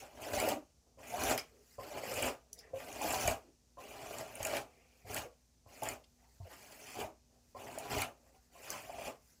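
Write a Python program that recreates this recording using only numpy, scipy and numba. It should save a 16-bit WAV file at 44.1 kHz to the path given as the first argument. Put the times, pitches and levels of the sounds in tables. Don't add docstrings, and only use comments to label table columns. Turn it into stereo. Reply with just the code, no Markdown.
import sys
import numpy as np
from scipy import signal
from scipy.fft import rfft, irfft
from scipy.io import wavfile
from scipy.ndimage import uniform_filter1d
from numba import njit

SR = 44100
rng = np.random.default_rng(int(sys.argv[2]) if len(sys.argv) > 2 else 0)


def wav_out(sig):
    wavfile.write(sys.argv[1], SR, np.round(np.clip(np.atleast_2d(sig).T, -1, 1) * 32767).astype(np.int16))


def attenuation_scalar(level_db):
    decades = np.asarray(level_db, float) / 20
    return 10 ** decades


N = 414540


def unit(x):
    return x / np.sqrt(np.mean(x ** 2))


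def ring(x, modes):
    out = 0
    for k, (hz, width, db) in enumerate(modes):
        mode = signal.lfilter(*signal.iirpeak(hz, hz / width, SR), x)
        out = out + (-1) ** k * attenuation_scalar(db) * mode
    return out


def colour(x, points):
    hz, db = np.transpose(points)
    size = 4096
    bins_hz = np.arange(size // 2 + 1) * SR / size
    curve_db = np.interp(np.log(bins_hz + 1), np.log(hz), db)
    ceps = irfft(np.log(attenuation_scalar(curve_db)))
    ceps[1:size // 2] *= 2
    ceps[size // 2 + 1:] = 0
    return signal.fftconvolve(x, irfft(np.exp(rfft(ceps))))[:len(x)]


def walk(rate):
    hold = int(SR / rate)
    return uniform_filter1d(np.repeat(rng.standard_normal(N // 20), hold)[:N], hold)


def add(out, s, sound):
    i = int(s * SR)
    out[i:i + len(sound)] += sound[:N - i]


def slips(per_s, spread_db, patchy_db, patch_rate):
    when, size, sign = rng.random(N), rng.exponential(size=N), rng.standard_normal(N)
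    share = np.clip((per_s / SR - when) * SR / (0.22 * per_s), 0, 1)
    size_db = spread_db * np.minimum(size, 5) + patchy_db * walk(patch_rate)
    return unit(share * sign * attenuation_scalar(size_db))


@njit
def glide(x, hz, width):
    y, band, low = np.empty(len(x)), 0., 0.
    for i in range(len(x)):
        g, k = np.tan(np.pi * hz[i] / SR), width / hz[i]
        v = (band + g * (x[i] - low)) / (1 + g * (g + k))
        band, low, y[i] = 2 * v - band, low + 2 * g * v, k * v
    return y


BITE_S, LET_GO_DB_PER_S, HISS_BITE_S, HISS_LET_GO_DB_PER_S = 0.0048, 279, 0.038, 330
SETTLE_DB, SETTLE_DB_PER_S = -26.5, 88.5
HANDLE_DB, HANDLE_PER_HISS = -2.5, 0.63
CUSHION_REST_HZ, CUSHION_PRESSED_HZ, PRESS_S, WANDER_HZ = 578, 690, 0.035, 40.3
SWISH_DB_PER_S = 111.5
# start in seconds, end in seconds, start level in dB, end level in dB, strand hiss in dB over cushion.
PULLS = [(-0.1, 0.063, -33.5, -58.5, -6), (0.067, 0.26, -64, -45, -10), (0.213, 0.343, -44.5, -43.5, -8.5),
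         (0.328, 0.505, -38, -37.5, -5), (0.98, 1.064, -60, -52.5, -6), (1.069, 1.313, -50.5, -31, -5.5),
         (1.79, 1.99, -53, -46, -7.5), (1.978, 2.265, -49.5, -34.5, -5.5), (2.724, 3.014, -53.5, -47, -5.5),
         (3.021, 3.307, -42, -39, -2.5), (3.768, 4.211, -55.5, -45, -6.5), (4.223, 4.324, -54, -52.5, -5.5),
         (4.312, 4.569, -53.5, -36.5, -8), (5.057, 5.184, -57.5, -38, -4.5),
         (5.626, 5.834, -65.5, -57.5, -1), (5.815, 5.915, -43.5, -42, -8.5), (6.391, 6.536, -75.5, -57, -2),
         (6.51, 6.97, -65.5, -57.5, 3), (6.926, 7.012, -55.5, -37.5, -8.5),
         (7.536, 7.89, -51.5, -46, -10.5), (7.895, 8.012, -37.5, -35, -8),
         (8.498, 8.733, -70.5, -48.5, -0.5), (8.72, 8.903, -49.5, -59.5, -1),
         (8.896, 9.077, -57, -43.5, -7.5)]
# peak time in seconds, cushion level in dB, strand hiss in dB.
SWISHES = [(0.9, -72, -90), (1.576, -75.5, -84), (1.72, -82, -63.5), (2.6, -66, -83), (2.7, -64.5, -85),
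           (3.72, -86, -92), (4.781, -67.5, -82), (4.98, -71, -70), (5.5, -96, -85), (6.1, -96, -84.5),
           (6.234, -81, -80), (6.36, -88, -71), (7.344, -76, -85), (7.5, -82, -74.5), (8.25, -67, -76.5),
           (8.365, -85, -78), (8.46, -107, -77), (9.3, -92, -65.5)]


def effort():
    t, gains, pressed = np.arange(N) / SR, np.zeros((3, N)), np.zeros(N)
    last_end = -1
    for start, end, from_db, to_db, hiss_db in PULLS:
        start = next((s for s, *_ in LANDINGS if abs(s - start) < .045), start)
        since, after = np.clip(t - start, 0, None), np.clip(t - end, 0, None)
        db = np.interp(t, [start, end], [from_db, to_db])
        bite = HISS_BITE_S if start - last_end > .04 else BITE_S
        fall = np.maximum(-HISS_LET_GO_DB_PER_S * after, SETTLE_DB - SETTLE_DB_PER_S * after)
        slide = np.minimum(since / bite, 1) * attenuation_scalar(db + fall)
        press = np.minimum(since / BITE_S, 1) * attenuation_scalar(db - LET_GO_DB_PER_S * after)
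        buzz = slide * attenuation_scalar(HANDLE_DB + HANDLE_PER_HISS * hiss_db)
        gains = np.maximum(gains, [press, buzz, slide * attenuation_scalar(hiss_db)])
        pressed[(t > start) & (t < end + .02)] = 1
        last_end = end
    for s, db, hiss_db in SWISHES:
        peaks_db = np.array([[db], [hiss_db - 14.5], [hiss_db]])
        gains += attenuation_scalar(peaks_db - SWISH_DB_PER_S * np.abs(t - s))
    step = 1 / (PRESS_S * SR)
    pressed = signal.lfilter([step], [1, step - 1], pressed)
    hz = CUSHION_REST_HZ + (CUSHION_PRESSED_HZ - CUSHION_REST_HZ) * pressed + WANDER_HZ * walk(6)
    return *gains, hz


THUD_DB = -15.5
# multiple of the cushion pitch, width in Hz, level in dB.
CUSHION = [(.8, 87.3, -9.5), (.93, 73.4, -3.5), (1.06, 85.7, -1.5), (1.25, 128, -3.5)]
# frequency in Hz, width in Hz, level in dB.
SHELL = [(265, 85, -10), (339, 87, -10), (419, 56, -6.5), (623.5, 77, -6.5), (1197, 163, -10.5)]
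# frequency in Hz, width in Hz, level in dB.
HANDLE = [(1370, 416, -6.5), (2304, 358, 1.5), (2403, 327, 2.5), (3000, 360, -7), (3800, 750, -12.5)]
# frequency in Hz, level in dB per Hz.
STRANDS = [(1940, -2), (3300, -20), (4120, 0), (4720, 0), (6880, 2.5), (7710, -1), (9760, -5), (15400, -5),
           (16200, -31), (16500, -23)]
# frequency in Hz, width in Hz, level in dB.
ARM = [(58.3, 26, -2), (117, 29, -1), (157, 20, -11)]


def drag():
    press, buzz, slide, hz = effort()
    snag = attenuation_scalar(0.66 * walk(45))
    coarse = slips(per_s=1550, spread_db=1.95, patchy_db=0.6, patch_rate=70)
    fine = slips(per_s=12100, spread_db=1.9, patchy_db=-0.8, patch_rate=140)
    rare = slips(per_s=150, spread_db=0.5, patchy_db=4.5, patch_rate=50)
    air = sum((-1) ** k * attenuation_scalar(db) * glide(coarse, multiple * hz, 1. * width)
              for k, (multiple, width, db) in enumerate(CUSHION))
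    cushion = attenuation_scalar(1) * unit(ring(air + ring(coarse, SHELL), [(560, 3060, 0)]))
    handle = attenuation_scalar(2.0) * unit(ring(0.38 * coarse + 0.67 * fine, HANDLE))
    hiss = attenuation_scalar(1.0) * unit(colour(fine + 0.15 * coarse + 0.15 * rare, STRANDS))
    arm = ring(rng.standard_normal(N), ARM)
    thud = attenuation_scalar(THUD_DB) * unit(ring(arm, [(97, 170, 0)]))
    return snag * (press * (cushion + thud) + buzz * handle + slide * hiss)


HOUSE_DB = -71.5
# frequency in Hz, level in dB per Hz.
HOUSE = [(15, -54), (25, 0), (65, 3.5), (187, -6), (238, -10.5), (339, -11.5), (651, -15.5), (1180, -23.5),
         (1780, -27), (2600, -24.5), (3510, -24), (6040, -16), (10400, -27.5), (15200, -32.5), (16500, -61)]
# frequency in Hz, level in dB rms.
HUM = [(59.5, -76.5), (242, -84)]


def house():
    mid, side = (colour(rng.standard_normal(N) * attenuation_scalar(0.83 * walk(4.6)), HOUSE) for _ in range(2))
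    side = signal.sosfilt(signal.butter(1, 700, "high", fs=SR, output="sos"), side)
    t = np.arange(N) / SR
    hum = sum(attenuation_scalar(db + 5.5 + 2.5 * walk(9)) * np.sin(2 * np.pi * hz * t) for hz, db in HUM)
    return attenuation_scalar(HOUSE_DB) / np.std(mid) * np.array([mid + side, mid - side]) + hum


SNAP_T60_S, SNAP_TAIL_DB, SNAP_TAIL_T60_S, SNAP_FROM_HZ = .009, -14.5, .08, 4500
PIN_DB = -12
# start in seconds, peak level in dB, pin pitch in Hz, handle level in dB.
SNAPS = [(0.333, -38, 8400, -26), (0.4, -22.5, 7200, -20), (0.4878, -18, 6340, -21),
         (1.2355, -22, 6040, -28.5), (1.3769, -21.5, 5260, -19.5), (2.0956, -31, 5960, -50.5),
         (2.1384, -30, 6150, -42.5), (2.2243, -21.5, 7600, -21.5), (2.5293, -31, 5950, -86),
         (2.589, -42.5, 5000, -50), (2.927, -34.5, 6400, -54.5), (3.017, -28, 6950, -42.5),
         (3.0354, -34, 6200, -44), (3.1055, -25.5, 7400, -26), (3.1235, -25, 7330, -50),
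         (3.2757, -19, 6570, -17), (4.1834, -30, 6450, -48), (4.3542, -34.5, 8640, -34),
         (4.4287, -25, 6700, -31), (4.4492, -22, 6720, -25), (4.4686, -24.5, 5600, -26),
         (4.5671, -24.5, 6430, -21), (5.1441, -23.5, 7400, -47), (5.163, -25.5, 8000, -26),
         (5.8335, -25, 6770, -47), (5.887, -24.5, 7000, -30.5), (7.785, -26.5, 6640, -53),
         (7.984, -28, 6450, -23.5), (8.0177, -21.5, 6440, -17.5), (8.7027, -24, 6000, -44)]


def snaps():
    out, jolts, t = np.zeros(N), np.zeros(N), np.arange(SR // 8) / SR
    sprays = rng.standard_normal((len(SNAPS), len(t)))
    fade = attenuation_scalar(-60 * t / SNAP_T60_S) + attenuation_scalar(SNAP_TAIL_DB - 60 * t / SNAP_TAIL_T60_S)
    swell = t / 0.00026 * np.exp(1 - t / 0.00069)
    for (s, db, hz, handle_db), spray in zip(SNAPS, sprays):
        pin = attenuation_scalar(PIN_DB) * np.sin(2 * np.pi * hz * t) * swell
        strands = ring(spray * fade, [(hz, 3500, 4), (12000, 8000, -2)])
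        add(out, s, attenuation_scalar(db - 3.5) * (pin + ring(strands, [(8400, 20000, 0.0051)])))
        add(jolts, s, attenuation_scalar(handle_db + 4.0) * spray * attenuation_scalar(-60 * t / 0.055))
    bright = signal.sosfilt(signal.butter(3, SNAP_FROM_HZ, "high", fs=SR, output="sos"), out)
    return bright + attenuation_scalar(2.5) * ring(jolts, HANDLE)


def knocks(rows, t60, thud_t60):
    out, t = np.zeros(N), np.arange(SR // 4) / SR
    rise = 1 - np.exp(-t / 0.0008)
    fade = rise * attenuation_scalar(-60 * (t / t60) ** 1.07)
    for (s, db, hz, thud_db, *_), (pair, low) in zip(rows, rng.random((len(rows), 2))):
        second_hz = hz * (1.1 + 0.267 * pair)
        tone = np.sin(2 * np.pi * hz * t) + .5 * np.sin(2 * np.pi * second_hz * t)
        thud = np.sin(2 * np.pi * (75 + 30 * low) * t) * attenuation_scalar(-60 * t / thud_t60)
        add(out, s, attenuation_scalar(db - 3.0) * fade * tone + attenuation_scalar(thud_db + 5.0) * thud)
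    return out


# start in seconds, peak level in
# dB, cushion # pitch in Hz, thud level in dB.
TUGS = [(0.334, -21, 605, -42), (0.374, -22, 787, -37.5), (0.426, -17.5, 616, -47.5),
        (0.475, -15, 590, -57.5), (0.521, -18, 626, -63), (1.139, -22, 735, -56.5), (1.29, -26, 625, -48),
        (1.324, -15.5, 632, -49), (2.035, -26.5, 588, -60), (5.823, -20.5, 856, -56),
        (8.895, -26.5, 700, -64), (2.224, -23, 614, -46.5), (3.013, -21, 846, -83), (3.135, -19, 762, -73),
        (3.252, -21, 690, -33), (3.28, -13, 680, -28.5), (4.208, -28.5, 620, -60), (4.403, -28, 640, -44),
        (4.46, -24, 603, -49), (4.533, -19, 610, -47), (4.568, -24.5, 696, -73), (5.179, -46, 743, -51),
        (6.989, -30, 418, -51), (7.042, -29, 630, -45), (7.776, -25, 641, -58), (7.895, -44, 645, -47),
        (7.93, -32, 620, -39), (7.967, -22.5, 645, -38), (8.942, -35, 700, -62), (8.982, -30, 680, -53)]


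def tugs():
    return knocks(TUGS, t60=0.043, thud_t60=0.031)


RUB_WIDTH = 0.2
# centre in seconds, length in
# seconds, pitch in Hz, level in dB.
RUBS = [(0.55, 0.096, 296, -48.5), (1.563, 0.11, 430, -64.5), (8.729, 0.11, 1100, -42.5),
        (4.859, 0.72, 2380, -73.5), (2.643, 0.16, 1810, -66), (3.461, 0.1, 328, -64.5),
        (5.261, 0.025, 494, -46), (1.388, 0.015, 2650, -45), (1.388, 0.024, 5070, -40),
        (2.595, 0.032, 5160, -52.5), (6.043, 0.01, 3940, -60), (6.236, .1, 790, -67.5),
        (6.47, 0.036, 616, -51.5), (6.51, 0.028, 860, -49.5), (7.098, 0.087, 324, -64),
        (7.348, .1, 677, -73.5), (8.104, 0.12, 330, -69), (8.352, 0.034, 730, -61)]


def rubs():
    out, t = np.zeros(N), np.arange(-SR // 5, SR // 5) / SR
    for (s, length, hz, db), noise in zip(RUBS, rng.standard_normal((len(RUBS), len(t)))):
        swell = np.exp(-(2 * t / length) ** 2)
        add(out, s + t[0], attenuation_scalar(db) * swell * unit(ring(noise, [(hz, RUB_WIDTH * hz, 0)])))
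    return out


PLATE_HZ, PLATE_T60_S = 1050, 0.058
# start in seconds, peak level in dB, cushion pitch in Hz, thud level in dB, back-plate ring in dB.
LANDINGS = [
    (0.973, -50, 533, -62, -50),
    (1.782, -35, 564, -53, -32.5),
    (2.733, -29.5, 534, -52.5, -44),
    (3.771, -42, 586, -61.5, -33.5),
    (5.045, -61, 650, -54, -66),
    (5.099, -36, 720, -50, -46),
    (5.657, -53.5, 690, -60, -46),
    (6.401, -46.5, 671, -43.5, -52),
    (7.548, -41, 581, -62, -33),
    (8.55, -49, 680, -74, -43),
]


def landings():
    plate, t = np.zeros(N), np.arange(SR // 8) / SR
    rise = 1 - np.exp(-t / 0.00098)
    for s, *_, db in LANDINGS:
        add(plate, s, attenuation_scalar(db - 60 * t / PLATE_T60_S) * rise * np.sin(2 * np.pi * PLATE_HZ * t))
    return knocks(LANDINGS, t60=0.11, thud_t60=0.17) + plate


PORT_LAG_S = 0.0004044


def two_ports(arrivals, gains, sides):
    response = np.zeros((2, SR // 2))
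    for port, lag in enumerate((sides, -sides)):
        at = np.round((arrivals + (1 + lag) * PORT_LAG_S / 2) * SR).astype(int)
        np.add.at(response[port], at, gains)
    return response


def split(x):
    return [signal.sosfilt(signal.butter(4, 1500, kind, fs=SR, output="sos"), x) for kind in ("low", "high")]


def energy_one(response, share):
    return response * np.sqrt(share / np.sum(response ** 2, axis=1, keepdims=True))


WALL_T60_S, WALL_DB = 0.22, -5
WALL_TREBLE_T60_S, WALL_TREBLE_DB = .17, -9
SCATTER_S = .0004


def walls():
    chance = rng.random((3, 3000))
    echo = two_ports(.004 + .4 * chance[0], chance[1] - .5, np.sin(2 * np.pi * chance[2]))
    t = np.arange(echo.shape[1]) / SR
    low, high = split(echo)
    echo = attenuation_scalar(WALL_DB) * energy_one(low * attenuation_scalar(-60 * t / WALL_T60_S), 1 / 15)
    echo += attenuation_scalar(WALL_TREBLE_DB) * energy_one(high * attenuation_scalar(-60 * t / WALL_TREBLE_T60_S), 1)
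    near = rng.random((3, 14))
    sides = np.sin(np.pi * np.clip(1.6 * near[2] - .7, -.5, .5))
    scatter = two_ports(-SCATTER_S * np.log(1 - .95 * near[0]), np.sign(near[1] - .5), sides)
    tones = rfft(scatter[:, :96])
    scatter[:, :96] = irfft(tones / (np.abs(tones) + 1e-9))
    direct = two_ports(np.zeros(1), 0.74, np.ones(1))
    return echo + split(direct)[0] + split(scatter)[1]


def bathroom(x, count=10, dwell_s=.015):
    hop = int(dwell_s * SR)
    place = np.repeat(rng.integers(0, count, N // 100), hop)[:N]
    out = 0
    for k in range(count):
        presence = uniform_filter1d(1. * (place == k), hop).clip(0)
        out = out + signal.fftconvolve([x * np.sqrt(presence)], walls(), axes=1)[:, :N]
    return out


def scene():
    brush = drag() + snaps() + tugs() + rubs() + landings()
    return bathroom(brush) + house()


def band_limit(x):
    return signal.sosfilt(signal.butter(12, 16990, fs=SR, output="sos"), x)


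def record(dry):
    stereo_from_hz, bass_side_db, left_db, top_hz = 1050, -14, 2, 15900
    mid, side = (dry[0] + dry[1]) / 2, (dry[0] - dry[1]) / 2
    high = signal.sosfiltfilt(signal.butter(2, stereo_from_hz, "high", fs=SR, output="sos"), side)
    side = high + attenuation_scalar(bass_side_db) * (side - high)
    pair = np.array([mid + side, mid - side]) * attenuation_scalar(np.array([[left_db], [-left_db]]) / 2)
    pair = signal.sosfilt(signal.butter(3, 40, "high", fs=SR, output="sos"), pair)
    pair = signal.sosfilt(signal.ellip(8, .2, 60, top_hz, fs=SR, output="sos"), pair)
    return band_limit(pair)


dry = scene()
out = record(dry)
wav_out(out)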